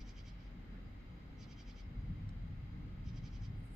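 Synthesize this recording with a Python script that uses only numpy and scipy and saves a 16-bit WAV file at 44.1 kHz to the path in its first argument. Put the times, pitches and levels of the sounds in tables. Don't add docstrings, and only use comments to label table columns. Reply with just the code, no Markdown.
import sys
import numpy as np
from scipy import signal
from scipy.fft import rfft, irfft
from scipy.io import wavfile
from scipy.ndimage import uniform_filter1d

SR = 44100
rng = np.random.default_rng(int(sys.argv[2]) if len(sys.argv) > 2 else 0)


def generate_wav(signal):
    frames = np.transpose(np.atleast_2d(signal))
    scaled = np.clip(frames, -1, 1) * 32767
    pcm = np.round(scaled).astype(np.int16)
    wavfile.write(sys.argv[1], SR, pcm)


N = 165375
T = np.arange(N) / SR
HZ = np.maximum(np.arange(N // 2 + 1) * SR / N, 1)


def katydids():
    # peak t/s, level/dB, tilt/(dB/kHz)
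    near_strokes = [(.005, 4.5, 0), (.095, 3.5, 1.9), (.191, 3.5, -0.5), (.284, 3.5, 0.5), (1.426, 4, 0.8),
                    (1.520, 2.5, -0.9), (1.607, 3, 0.5), (1.699, 3, -0.5), (1.793, 3, 0), (3.087, -0.5, 0),
                    (3.174, 0, 0.5), (3.266, 2, 0.5), (3.355, 1.5, 0.4), (3.449, 2, 1)]
    far_strokes = [(.345, -13, -3), (.400, -11.5, -3), (.436, -11.5, 0), (.472, -12.5, -3.5)]
    # f/Hz, width/Hz, level/dB, lead/s
    wing = [(2335, 270, 2.5, 0.0043), (2590, 180, -3, .015), (2945, 89, 2.5, 0.0085),
            (3187, 146, 4, 0.0088), (3420, 92, -2, -0.013), (3715, 47, 1.5, 0.0072), (4020, 77, 1, -.002),
            (4260, 60, -2.5, -.006), (4730, 400, 0.5, -0.0065), (4974, 120, 4, 0.0076),
            (5210, 220, -8, -0.037), (5585, 200, 1, 0.0039), (6114, 160, -1, 0.011),
            (6460, 190, -8.5, .012), (7230, 120, -12.5, .012), (7700, 100, -19.5, -0.011),
            (8140, 66, -22, .008), (8340, 200, -25.5, .003)]
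    near = from_side(stridulate(near_strokes, wing, echo_db=-2.5), pan_db=-2, lag_s=.00002)
    far = stridulate(far_strokes, wing, echo_db=2)
    return from_db(-41.5) * butterworth(near + far, order=10, hz=9000)


def high_insect():
    # peak t/s, level/dB, tilt/(dB/kHz)
    strokes = [(3.594, -13, .7), (3.659, -4, .3), (3.700, -2, -1.6), (3.738, 2, 0)]
    # f/Hz, width/Hz, level/dB, lead/s
    wing = [(7500, 250, -6, 0), (8160, 260, 1.5, .003), (8700, 520, 2.5, 0), (10150, 480, 2.5, 0),
            (11300, 500, -10, 0), (13800, 2200, -18, 0)]
    rasp = butterworth(stridulate(strokes, wing, echo_db=-2), order=3, hz=(5500, 14000), kind="band")
    return from_db(-48.5) * from_side(rasp, pan_db=-1.5, lag_s=.00016)


def stridulate(strokes, wing, echo_db):
    pivot_hz, colour_spread_db = 4570, .8
    pressure = wing_pressure(strokes)
    teeth = file_teeth()
    tilt_db_per_khz = in_time([(s, tilt) for s, _, tilt in strokes])
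    echo = from_db(echo_db) * roof_echo(pressure * teeth)
    rasp = 0
    for hz, width_hz, db, lead_s in wing:
        force = teeth * np.interp(T + lead_s, T, pressure)
        tilt_db = tilt_db_per_khz * (hz - pivot_hz) / 1000
        colour_db = in_time([(s, rng.normal(0, colour_spread_db)) for s, _, _ in strokes])
        rasp = rasp + from_db(tilt_db + colour_db) * resonate(force + echo, [(hz, width_hz, db)])
    return rasp


def wing_pressure(strokes):
    swell_s, swell_db, hold_s, release_s, release_db = .033, 12, .016, .011, 14
    pressure = np.zeros(N)
    for peak_s, db, _ in strokes:
        span = abs(T - peak_s) < .1
        early = np.maximum(peak_s - hold_s / 2 - T[span], 0) / swell_s
        late = np.maximum(T[span] - peak_s - hold_s / 2, 0) / release_s
        fade_in = np.clip(4 * (1.25 - early), 0, 1)
        pressure[span] += from_db(db - swell_db * early - release_db * late) * fade_in
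    return pressure


def file_teeth():
    teeth_per_s, jitter, spread_db, scrape_db = 620, .3, 1.2, -18.5
    gap_draw, level_draw = rng.standard_normal((6000, 2)).T
    at = (np.cumsum(np.exp(jitter * gap_draw)) * SR / teeth_per_s).astype(int)
    teeth = from_db(scrape_db) * rng.standard_normal(N)
    teeth[at[at < N]] += from_db(spread_db * level_draw[at < N])
    return teeth


def tick():
    # f/Hz, width/Hz, level/dB
    body = [(4000, 700, 2), (5450, 700, 2.5), (7550, 550, -2), (8350, 700, -8)]
    at_s, force_db, echo_db = 2.2918, -32.5, -11
    click = np.zeros(N)
    click[int(at_s * SR)] = from_db(force_db)
    ring = resonate(click + from_db(echo_db) * roof_echo(click), body)
    return from_side(butterworth(ring, order=8, hz=9200), pan_db=1.2, lag_s=-.00023)


def scuff():
    at_s, sigma_s = .757, .034
    return from_db(-68) * bell_curve(T - at_s, sigma_s) * stereo_noise(peak(hz=1570, width_hz=600))


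def rumble():
    # t/s, level/dB
    envelope = [(0, -82), (1.76, -68.5), (1.86, -57.5), (2.0, -45), (2.13, -43.5), (2.27, -47), (2.45, -45),
                (2.6, -46.5), (2.85, -49.5), (3.1, -45), (3.33, -48.5), (3.6, -45.5), (3.68, -52.5),
                (3.75, -54)]
    # f/Hz, relative density/dB
    spectrum = [(8.8, -42.5), (15, -13), (27, -3.5), (37, 2.5), (49, 2.5), (70, -5.5), (102, 2.5),
                (152, -3.5), (177, -1.5), (217, -13.5), (242, -12.5), (300, -15), (390, -53.5), (660, -120)]
    # t/s, peak level/dB, f/Hz, sigma/cycles
    thuds = [(1.878, -41, 85, .8), (1.987, -40, 52, .8), (2.097, -34, 42, .8), (2.110, -36, 165, 1.5),
             (2.270, -42, 102, 4.5), (2.424, -38, 40, 1), (3.078, -38, 75, .8), (3.500, -41.5, 102, 7)]
    noise = stereo_noise(from_db(over_hz(spectrum)) * below(hz=235))
    roll = from_db(in_time(envelope)) * steadied(noise, samples=4000)
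    for at_s, db, hz, sigma_cycles in thuds:
        cycles = (T - at_s) * hz
        roll += from_db(db) * bell_curve(cycles, sigma_cycles) * np.cos(2 * np.pi * (cycles + rng.random()))
    return roll


def town():
    # f/Hz, relative density/dB
    murmur_spectrum = [(8.8, -41), (15, -6.5), (32, -5), (52, 1.5), (65, -8.5), (91, -6.5), (183, -12),
                       (245, -13.5), (269, -10.5), (290, -20), (402, -22.5), (441, -28), (469, -22.5),
                       (600, -31), (780, -60), (1320, -120)]
    air_spectrum = [(290, -33.5), (500, -1), (685, -6.5), (803, -3), (875, -6), (1020, -8), (1120, -8.5),
                    (1220, -6), (1310, -7), (1790, -9.5), (2160, -5.5), (2390, -12.5), (3230, -14),
                    (3470, -19.5), (3890, -14.5), (4490, -23), (4890, -19.5), (5180, -26.5), (5810, -31.5),
                    (6560, -29), (7000, -34.5), (8310, -36.5), (9460, -51.5), (11400, -37), (15400, -35)]
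    # t/s, relative level/dB
    envelope = [(0, -1.5), (.5, -1), (1.0, 0.5), (1.8, -1), (3.0, -0.5), (3.75, -3)]
    low = below(hz=546)
    high = np.sqrt(1 - low ** 2)
    murmur = steadied(stereo_noise(from_db(over_hz(murmur_spectrum)) * low), samples=6000)
    air = stereo_noise(from_db(over_hz(air_spectrum)) * high)
    return from_db(-52 + in_time(envelope)) * murmur + from_db(-66) * air


def machine_hum():
    # f/Hz, half-width/Hz, level/dB
    tones = [(102, 1.9, -64.5), (176.7, 4, -66), (237.5, 5, -68), (296.9, 3.6, -69), (462, 6.6, -91),
             (825, 23, -84), (1079, 11, -84.5), (1257, 0.79, -84.5), (1993, 5.9, -89.5), (2070, 12, -87),
             (2098, 9.6, -82.5), (3236, 8.9, -88.5), (4890, 16, -88.5), (6600, 43, -98)]
    power = sum((from_db(db) * rms_one(peak(hz, width_hz))) ** 2 for hz, width_hz, db in tones)
    return np.sqrt(power.mean()) * stereo_noise(np.sqrt(power))


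def engine_drone():
    # t/s, rms level/dB
    envelope = [(0, -50), (.2, -54.5), (.85, -48.5), (1.0, -73), (1.4, -59), (1.8, -58), (3.75, -50)]
    pitch_hz = 42.06 + 1.28 * stereo_noise(below(hz=3.48))[0]
    return np.sqrt(2) * from_db(in_time(envelope)) * np.sin(2 * np.pi * np.cumsum(pitch_hz) / SR)


def roof_echo(x):
    t60_s = .085
    decay = np.exp(-2 * np.log(1000) / (t60_s * SR))
    energy = signal.lfilter([1 - decay], [1, -decay], x ** 2 + 1e-24)
    return np.sqrt(energy) * rng.standard_normal((2, N))


def resonate(force, modes):
    ring = 0
    for hz, width_hz, db in modes:
        radius = np.exp(-np.pi * width_hz / SR)
        gain = (1 - radius ** 2) / 2
        section = [gain, 0, -gain, 1, -2 * radius * np.cos(2 * np.pi * hz / SR), radius ** 2]
        ring = ring + from_db(db) * signal.sosfilt([section, section], force + 1e-18)
    return ring


def stereo_noise(gain):
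    # f/Hz, correlation
    likeness = [(60, 0.96), (120, 1), (240, 0.9), (480, 0.51), (950, -0.2), (1890, 0.16), (3770, -0.092),
                (7520, -0.055), (15000, 0.01)]
    alike = np.clip(over_hz(likeness), -.95, .995)
    mid, side = rfft(rng.standard_normal((2, N)))
    spectrum = np.sqrt(1 + alike) * mid + np.sqrt(1 - alike) * side * [[1], [-1]]
    return rms_one(irfft(gain * spectrum, N))


def from_side(x, pan_db, lag_s):
    left, right = pan(pan_db) * x
    return np.array([np.interp(T - lag_s, T, left), right])


def pan(db):
    return from_db([[db], [-db]])


def steadied(x, samples):
    return x / np.sqrt(uniform_filter1d(np.mean(x ** 2, axis=0), samples) + 1e-12)


def butterworth(x, order, hz, kind="low"):
    return signal.sosfilt(signal.butter(order, hz, kind, fs=SR, output="sos"), x)


def below(hz):
    return 1 / np.sqrt(1 + (HZ / hz) ** 16)


def peak(hz, width_hz):
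    return 1 / (1 + ((HZ - hz) / width_hz) ** 2)


def bell_curve(x, sigma):
    return np.exp(-.5 * (x / sigma) ** 2)


def in_time(rows):
    return np.interp(T, *np.transpose(rows))


def over_hz(rows):
    hz, value = np.transpose(rows)
    return np.interp(np.log(HZ), np.log(hz), value)


def from_db(db):
    return 10 ** (np.asarray(db) / 20)


def rms_one(x):
    return x / np.sqrt(np.mean(x ** 2) + 1e-30)


def scene():
    events = katydids() + high_insect() + tick() + scuff()
    background = town() + machine_hum() + engine_drone() + rumble()
    return events + pan(db=.38) * background


def record(dry):
    top_hz = 15450
    padded = np.pad(dry, ((0, 0), (SR // 4, 0)), mode="reflect")
    low_cut = butterworth(padded, order=2, hz=19, kind="high")
    return signal.sosfilt(signal.ellip(12, .1, 70, top_hz, fs=SR, output="sos"), low_cut)[:, -N:]


dry = scene()
out = record(dry)
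generate_wav(out)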